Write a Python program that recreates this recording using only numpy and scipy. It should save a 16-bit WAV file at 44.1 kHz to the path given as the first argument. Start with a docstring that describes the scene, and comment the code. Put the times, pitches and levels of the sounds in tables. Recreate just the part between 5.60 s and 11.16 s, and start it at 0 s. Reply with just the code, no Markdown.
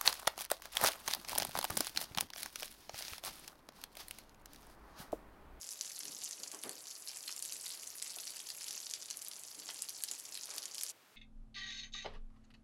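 """Close to a camera microphone in a small tiled kitchen, sausages fry from the start in a film of fat.
Steam bubbles burst as sharp pops, lesser pops, dense crackle and fine fizz; a few big ones plop; a burner rushes.
Dull bumps and scuffs sound nearby in the first second, and again from about 3 to 5 s. They are shaped noise.
At 5.3 s the frying, the bumps and the burner stop at once, leaving only the quiet room, a hush of coloured noise."""
import sys
import numpy as np
from scipy import signal
from scipy.fft import rfft, irfft, next_fast_len
from scipy.io import wavfile
from scipy.ndimage import map_coordinates

SR = 44100
rng = np.random.default_rng(int(sys.argv[2]) if len(sys.argv) > 2 else 0)


def dump_mix(stems):
    """Bounce the given channels to the path in sys.argv[1] as a 16-bit WAV at rate SR."""
    frames = np.atleast_2d(stems).T  # one column per channel
    limited = np.clip(frames, -1, 1)  # hard clip at full scale
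    pcm = np.round(limited * 32767).astype(np.int16)
    wavfile.write(sys.argv[1], SR, pcm)


N = 245195
STOP_S = 5.319  # all but the room's hush ends here

# How hard the fat boils, before the random flicker: start_s, coarse_bubbles_db, fine_spray_db
BOIL = [(0.0, -54.5, -55.5), (0.81, -49, -57.5), (1.08, -55.5, -57.5), (1.39, -52, -57),
        (1.71, -51.5, -53.5), (2.64, -51.5, -55), (2.94, -53, -53), (3.15, -49.5, -54.5),
        (3.31, -53, -59.5), (3.87, -53.5, -58.5), (4.25, -50.5, -56.5), (4.63, -53.5, -58),
        (4.94, -50.5, -59), (5.13, -52.5, -60), (5.17, -54.5, -54), (5.26, -49, -55.5)]
# Colour of the coarse crackle: frequency_hz, level_db
CRACKLE_COLOUR = [(300, -30), (700, -2), (1500, -12.5), (2200, -13), (3600, -8.5), (4500, 1), (6000, 4.5),
                  (7400, 7), (8500, 1), (11000, 6.5), (16000, -69)]
# Colour of the fine spray: frequency_hz, level_db
SPRAY_COLOUR = [(2000, -31), (5000, -23), (7400, -14), (8800, -17.5), (10500, -9.5), (11500, -12),
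                (13000, -18.5), (15500, -20.5)]

# The loudest bursts, before filtering and the room: start_s, snap_peak_db, snap_pitch_hz, tail_db
# (tail_db is the common level that the ring and the spatter are set against)
LOUD_POPS = [(.0906, -22, 6700, -48), (.211, -16, 5900, -39), (.3798, -32.5, 4170, -46),
             (.4337, -26, 5640, -39), (.4536, -30, 9890, -35.5), (.6434, -20, 9800, -53),
             (.9163, -26.5, 7500, -37), (1.036, -27, 9450, -31), (1.0939, -19.5, 9200, -34.5),
             (1.4747, -25.5, 5200, -37), (1.6777, -29, 4870, -34), (1.6808, -25, 4230, -37),
             (1.6936, -32, 2730, -41), (1.7055, -35, 5430, -34.5), (1.825, -17, 8800, -35),
             (1.9231, -23.5, 6100, -33), (2.0623, -31, 3940, -37), (2.104, -29.5, 4370, -42),
             (2.4195, -28, 4660, -40), (2.4246, -17, 7800, -33.5), (2.5621, -23, 9300, -50),
             (2.5858, -30, 3450, -34), (2.802, -32, 3250, -45), (2.9024, -29, 4970, -31.5),
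             (3.0422, -30, 7200, -37), (3.1087, -25, 6160, -33.5), (3.2683, -24, 5160, -41),
             (3.312, -21, 6560, -40), (3.3375, -17, 5640, -31), (3.503, -22, 6900, -41),
             (3.5098, -22, 6260, -33.5), (3.5716, -20.5, 9660, -47), (3.6844, -19.5, 10800, -43),
             (4.0897, -25.5, 4700, -49), (4.1021, -27.5, 3380, -35), (4.2215, -14.5, 8800, -41),
             (4.2936, -19.5, 11200, -52), (4.4371, -12, 10200, -28), (4.487, -25.5, 5200, -36),
             (4.5138, -19.5, 7260, -30.5), (4.599, -25, 7600, -53), (4.7529, -26.5, 4670, -35),
             (4.7743, -34.5, 4100, -34), (4.9818, -22, 4960, -36.5), (5.0558, -21, 7600, -34),
             (5.1466, -23, 8530, -36), (5.1819, -23, 5510, -33), (5.2112, -24.5, 6890, -31),
             (5.2346, -14, 10500, -32), (5.265, -25, 5870, -43)]
# Colour of the droplets spattering after a pop: frequency_hz, level_db
DROPLET_COLOUR = [(300, -33), (1500, -5.5), (4500, 4.5), (7500, -8.5), (11000, 6.0), (15000, -22)]
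# The lesser pops come by chance, around these typical values
LESSER_SNAP_DB, LESSER_SNAP_SCATTER_DB = -30.5, 3
LESSER_PITCH_HZ, LESSER_PITCH_SCATTER_OCTAVES = 6890, 0.353
LESSER_TAIL_DB, LESSER_TAIL_SCATTER_DB = -43.5, 3
# Smaller, higher bubbles snap harder and ring less
SNAP_DB_PER_OCTAVE, TAIL_DB_PER_OCTAVE = 6.5, -5

# Big slow bubbles in the fat, before their onset and the room: start_s, level_db, pitch_hz, t60_s
BIG_BUBBLES = [(1.6926, -40, 1260, 0.013), (2.568, -44.5, 647, 0.053), (4.0888, -40.5, 1450, 0.052),
               (4.8892, -36.5, 1320, 0.01)]
# Colour of their puff of steam: multiple_of_pitch, level_db
PUFF_COLOUR = [(1 / 8, -36), (1 / 2, -3), (1, 0), (2, -7), (6, -35)]

# Dull bumps and scuffs nearby, before their rise and fall: start_s, level_db, rise_s, t60_s, centre_hz
CONTACTS = [(.41, -59.5, .08, 0.69, 216), (.775, -59.5, 0.046, 0.48, 300), (.926, -50, 0.013, 0.26, 570),
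            (1.04, -48, 0.0068, 0.45, 475), (1.059, -49, 0.008, 0.28, 298), (3.09, -66, 0.015, 0.53, 252),
            (3.96, -64, 0.023, 1, 272), (4.501, -58.5, 0.0088, 0.18, 400), (4.86, -56.5, 0.1, 0.67, 815)]
# Colour of a bump: multiple_of_centre, level_db
CONTACT_COLOUR = [(.08, -32), (.25, -14), (.55, -2), (1, -1.5), (1.6, -2), (3, -9.5), (6, -12), (20, -61)]
# Resonances of stove and room: centre_hz, width_hz, gain_db
STOVE_RESONANCES = [(304, 16, 10.5), (417, 41, 6.5), (581, 27, 5), (1135, 12, 9)]
# Colour of the burner: frequency_hz, level_db
BURNER_COLOUR = [(40, -20), (110, -10.5), (200, -12), (300, -7.0),
                 (600, -3.5), (1200, -6), (3000, -5.5), (10000, -63)]

# Decay of the room tail: frequency_hz, t60_s
ROOM_DECAY = [(300, 0.22), (3000, 0.34), (8000, 0.14), (15000, 0.013)]
# Colour of the room by itself: frequency_hz, level_db
ROOM_COLOUR = [(25, -29), (60, -27), (85, -9.5), (110, -2.5), (160, -4.5), (280, -0.5), (700, 0),
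               (1150, -1), (2000, -3.5), (5000, -8.5), (11000, -14.5), (15500, -14)]
# Response of the camera's microphone: frequency_hz, gain_db
MICROPHONE = [(1000, -1), (11000, -0.5), (13000, 1), (15500, -1.5)]
MICROPHONE_TOP_HZ = 15900


def amp(db):
    """Decibels to gain."""
    return 10 ** (np.asarray(db) / 20)


def unit(x):
    """Scale to rms 1."""
    return x / np.sqrt(np.mean(x ** 2) + 1e-20)


def along(points, hz):
    """Read (frequency, value) points on a log frequency axis."""
    f, v = np.transpose(points)
    return np.interp(np.log(hz + 1), np.log(f + 1), v)


def wobble(rate):
    """A smooth random curve of rms 1, with rate knots a second."""
    knots = rng.standard_normal(N // 50)
    return unit(map_coordinates(knots, [np.arange(N) * rate / SR]))


def filtered(x, response):
    """Shape x by a response given as a function of frequency in Hz."""
    size = next_fast_len(len(x) + 8192)
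    spectrum = rfft(x, size) * response(np.fft.rfftfreq(size, 1 / SR))
    return irfft(spectrum, size)[:len(x)]


def coloured(x, spectrum):
    """Give x a (frequency_hz, level_db) colour, at rms 1."""
    return unit(filtered(x, lambda hz: amp(along(spectrum, hz))))


def place(times, sounds):
    """Sum rows of sound, each starting at its time in seconds."""
    first = np.round(np.abs(times) * SR).astype(int).reshape(-1, 1)
    index = first + np.arange(sounds.shape[1])
    return np.bincount(index.ravel(), sounds.ravel(), N)[:N]


def swell(u):
    """A quick rise to 1 at u = 1, then an exponential fall."""
    return u * np.exp(1 - u)


def sizzle():
    """Coarse crackle and fine spray, each over a hiss of countless smaller bubbles, in uneven spurts."""
    s, coarse_db, fine_db = np.transpose(BOIL)
    t = np.arange(N) / SR
    crackle = unit(bursts(count=4000, centre_hz=4140, spread=0.98, cycles=0.46, range_db=35.5))
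    spray = unit(bursts(count=5000, centre_hz=9890, spread=0.42, cycles=0.96, range_db=32.0))
    crackle_and_hiss = crackle + amp(-9.5) * rng.standard_normal(N)
    spray_and_hiss = spray + amp(-5.5) * rng.standard_normal(N)
    coarse_gain = amp(np.interp(t, s, coarse_db) + 0.72 * wobble(30.3))
    fine_gain = amp(np.interp(t, s, fine_db) + 0.56 * wobble(30))
    coarse = coloured(crackle_and_hiss, CRACKLE_COLOUR) * coarse_gain
    fine = coloured(spray_and_hiss, SPRAY_COLOUR) * fine_gain
    spurt_db = .9 * wobble(45) + .7 * wobble(140)
    return (coarse + fine) * amp(spurt_db)


def bursts(count, centre_hz, spread, cycles, range_db):
    """Tiny bubbles burst at random: most are faint, some ring longer, each throws a droplet just after."""
    when, size, pitch, life, lag = rng.random((count, 5)).T[:, :, None]
    t = np.arange(SR // 200) / SR
    # spread is in octaves either side of the centre
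    hz = np.clip(centre_hz * 2 ** (spread * (2 * pitch - 1)), 300, 16000)
    # cycles from the start to the peak of a tick
    turns = cycles * 3 ** (life ** 3)
    # longer ticks are quieter
    gain = amp(-range_db * np.maximum(size, .035) ** .5) / np.sqrt(turns)
    tone = np.sin(2 * np.pi * (hz * t + rng.random((count, 1))))
    ticks = gain * swell(t * hz / turns) * tone
    start = when * N / SR
    droplet_start = start + .0003 + 0.0022 * lag
    return place(start, ticks) + amp(-6) * place(droplet_start, ticks)


def pops(snap_cycles=0.7, ring_t60=0.0077, ring_db=3, spatter_db=-2, spatter_t60=0.014,
         low_hz=700, high_hz=14000):
    """A bubble's skin snaps; its open cavity rings briefly, rising in pitch, while droplets spatter."""
    s, snap_db, snap_hz, tail_db = np.vstack([LOUD_POPS, lesser_pops()]).T[:, :, None]
    t = np.arange(SR // 30) / SR
    snap_shape = swell(t * snap_hz / snap_cycles) ** 1.5
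    snap = amp(snap_db) * snap_shape * np.sin(2 * np.pi * snap_hz * t)
    ring_hz = .95 * snap_hz  # a cavity starts to ring a little lower than its snap
    glide = t * (1 + 6 * t)
    ring_tone = np.sin(2 * np.pi * (ring_hz * glide + rng.random(s.shape)))
    ring = amp(ring_db - 60 * t / ring_t60) * ring_tone
    droplets = coloured(rng.standard_normal(len(s) * len(t)), DROPLET_COLOUR)
    spatter = amp(spatter_db - 60 * t / spatter_t60) * droplets.reshape(len(s), -1)
    onset = 1 - np.exp(-t / 0.00018)
    sound = place(s, snap + amp(tail_db) * (ring + spatter) * onset)

    def radiation(hz):
        """So small a source radiates little bass, and the thick fat softens the sharpest edge."""
        return (1j * hz / (low_hz + 1j * hz)) ** 2 / (1 + (hz / high_hz) ** 10)

    return filtered(sound, radiation)


def lesser_pops(count=125):
    """Rows like LOUD_POPS, scattered through the frying, stronger where the fat boils harder."""
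    s, coarse_db, _ = np.transpose(BOIL)
    when = rng.random(count) * STOP_S
    size, pitch, tail = rng.triangular(-2.2, 0, 2.2, (count, 3)).T
    octaves = LESSER_PITCH_SCATTER_OCTAVES * pitch
    boil_db = np.interp(when, s, coarse_db - coarse_db.mean())
    snap_db = LESSER_SNAP_DB + boil_db + LESSER_SNAP_SCATTER_DB * size + SNAP_DB_PER_OCTAVE * octaves
    tail_db = LESSER_TAIL_DB + boil_db + LESSER_TAIL_SCATTER_DB * tail + TAIL_DB_PER_OCTAVE * octaves
    return np.column_stack([when, snap_db, LESSER_PITCH_HZ * 2 ** octaves, tail_db])


def plops(puff_db=-4, note_db=-9):
    """Large bubbles let out a puff of steam around a low, short note."""
    t = np.arange(SR // 10) / SR
    onset = 1 - np.exp(-t / 0.0006)
    sounds = []
    for s, db, hz, t60 in BIG_BUBBLES:
        puff_colour = [(hz * multiple, level_db) for multiple, level_db in PUFF_COLOUR]
        puff = coloured(rng.standard_normal(len(t)), puff_colour)
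        note = np.sin(2 * np.pi * hz * t)
        shape = amp(db - 60 * t / t60) * onset
        sounds.append(shape * (amp(note_db) * note + amp(puff_db) * puff))
    return place(np.array(BIG_BUBBLES)[:, 0], np.array(sounds))


def kitchen(x, echo_s=.005, echo_db=-15, near_db=-13, room_db=-12):
    """The direct sound, a slap from the tiles, scatter from pan and stove, and a short room tail."""
    # four noise tails, each frequency dying at its own rate
    _, frames, z = signal.stft(rng.standard_normal((4, SR // 4)), SR, nperseg=256)
    hz = np.fft.rfftfreq(256, 1 / SR)
    decay = amp(-60 * frames / along(ROOM_DECAY, hz)[:, None])
    tails = signal.istft(z * decay, SR, nperseg=256)[1]
    t = np.arange(tails.shape[1]) / SR
    wet = np.zeros(N)
    for k, tail in enumerate(tails):
        # bubbles at different spots of the pan take different paths
        delay = echo_s * (1 + 0.088 * rng.uniform(-1.1, 1))
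        near = rng.standard_normal(len(t)) * (t > delay) * amp(-60 * t / 0.038)
        room = amp(room_db) * tail / np.linalg.norm(tail)
        answer = room + amp(near_db) * near / np.linalg.norm(near)
        answer[int(delay * SR)] += amp(echo_db)
        # short slices of the sound take turns among the paths
        spot = np.arange(N) // 512 % len(tails) == k
        wet += signal.fftconvolve(x * spot, answer)[:N]
    return x + wet


def bumps(low_hz=90):
    """Soft, scuffing contacts stir the low resonances and die away in the room."""
    t = np.arange(SR // 2) / SR
    sounds = []
    for s, db, rise, t60, centre_hz in CONTACTS:
        def colour(hz):
            """Resonances under the bump's own colour, with the deepest bass removed."""
            bass_cut = hz ** 2 / (hz ** 2 + low_hz ** 2)
            return hollow(hz) * amp(along(CONTACT_COLOUR, hz / centre_hz)) * bass_cut

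        shape = np.sqrt(np.minimum(t / rise, 1)) * amp(-60 * np.maximum(t - rise, 0) / t60)
        scuff = unit(filtered(rng.standard_normal(len(t)), colour))
        sounds.append(amp(db) * shape * scuff)
    return place(np.array(CONTACTS)[:, 0], np.array(sounds))


def hollow(hz):
    """A flat response with a few causal resonances of stove and room on top."""
    response = 1
    for centre, width, db in STOVE_RESONANCES:
        peak = 1j * hz * width / (centre * centre - hz * hz + 1j * hz * width)
        response = response + (amp(db) - 1) * peak
    return response


def stove():
    """The low rush of the burner under the pan: resonant noise, wavering slightly in level."""
    rush = filtered(rng.standard_normal(N), hollow)
    return amp(-70.0 + 1.4 * wobble(7.2)) * coloured(rush, BURNER_COLOUR)


def room_hush():
    """The quiet room by itself: steady coloured noise."""
    return amp(-64.5) * coloured(rng.standard_normal(N), ROOM_COLOUR)


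def scene():
    """The frying, bumps and burner until they stop, over the room's own hush."""
    frying = kitchen(sizzle() + pops() + plops())
    running = np.arange(N) / SR < STOP_S
    return ((frying + bumps() + stove()) * running + room_hush())[None]


def record(dry):
    """The camera's microphone tilts the treble by a decibel or two and keeps nothing above its band limit."""
    def response(hz):
        return amp(along(MICROPHONE, hz)) * (hz < MICROPHONE_TOP_HZ)

    return filtered(dry[0], response)[None]


dry = scene()
out = record(dry)
dump_mix(out)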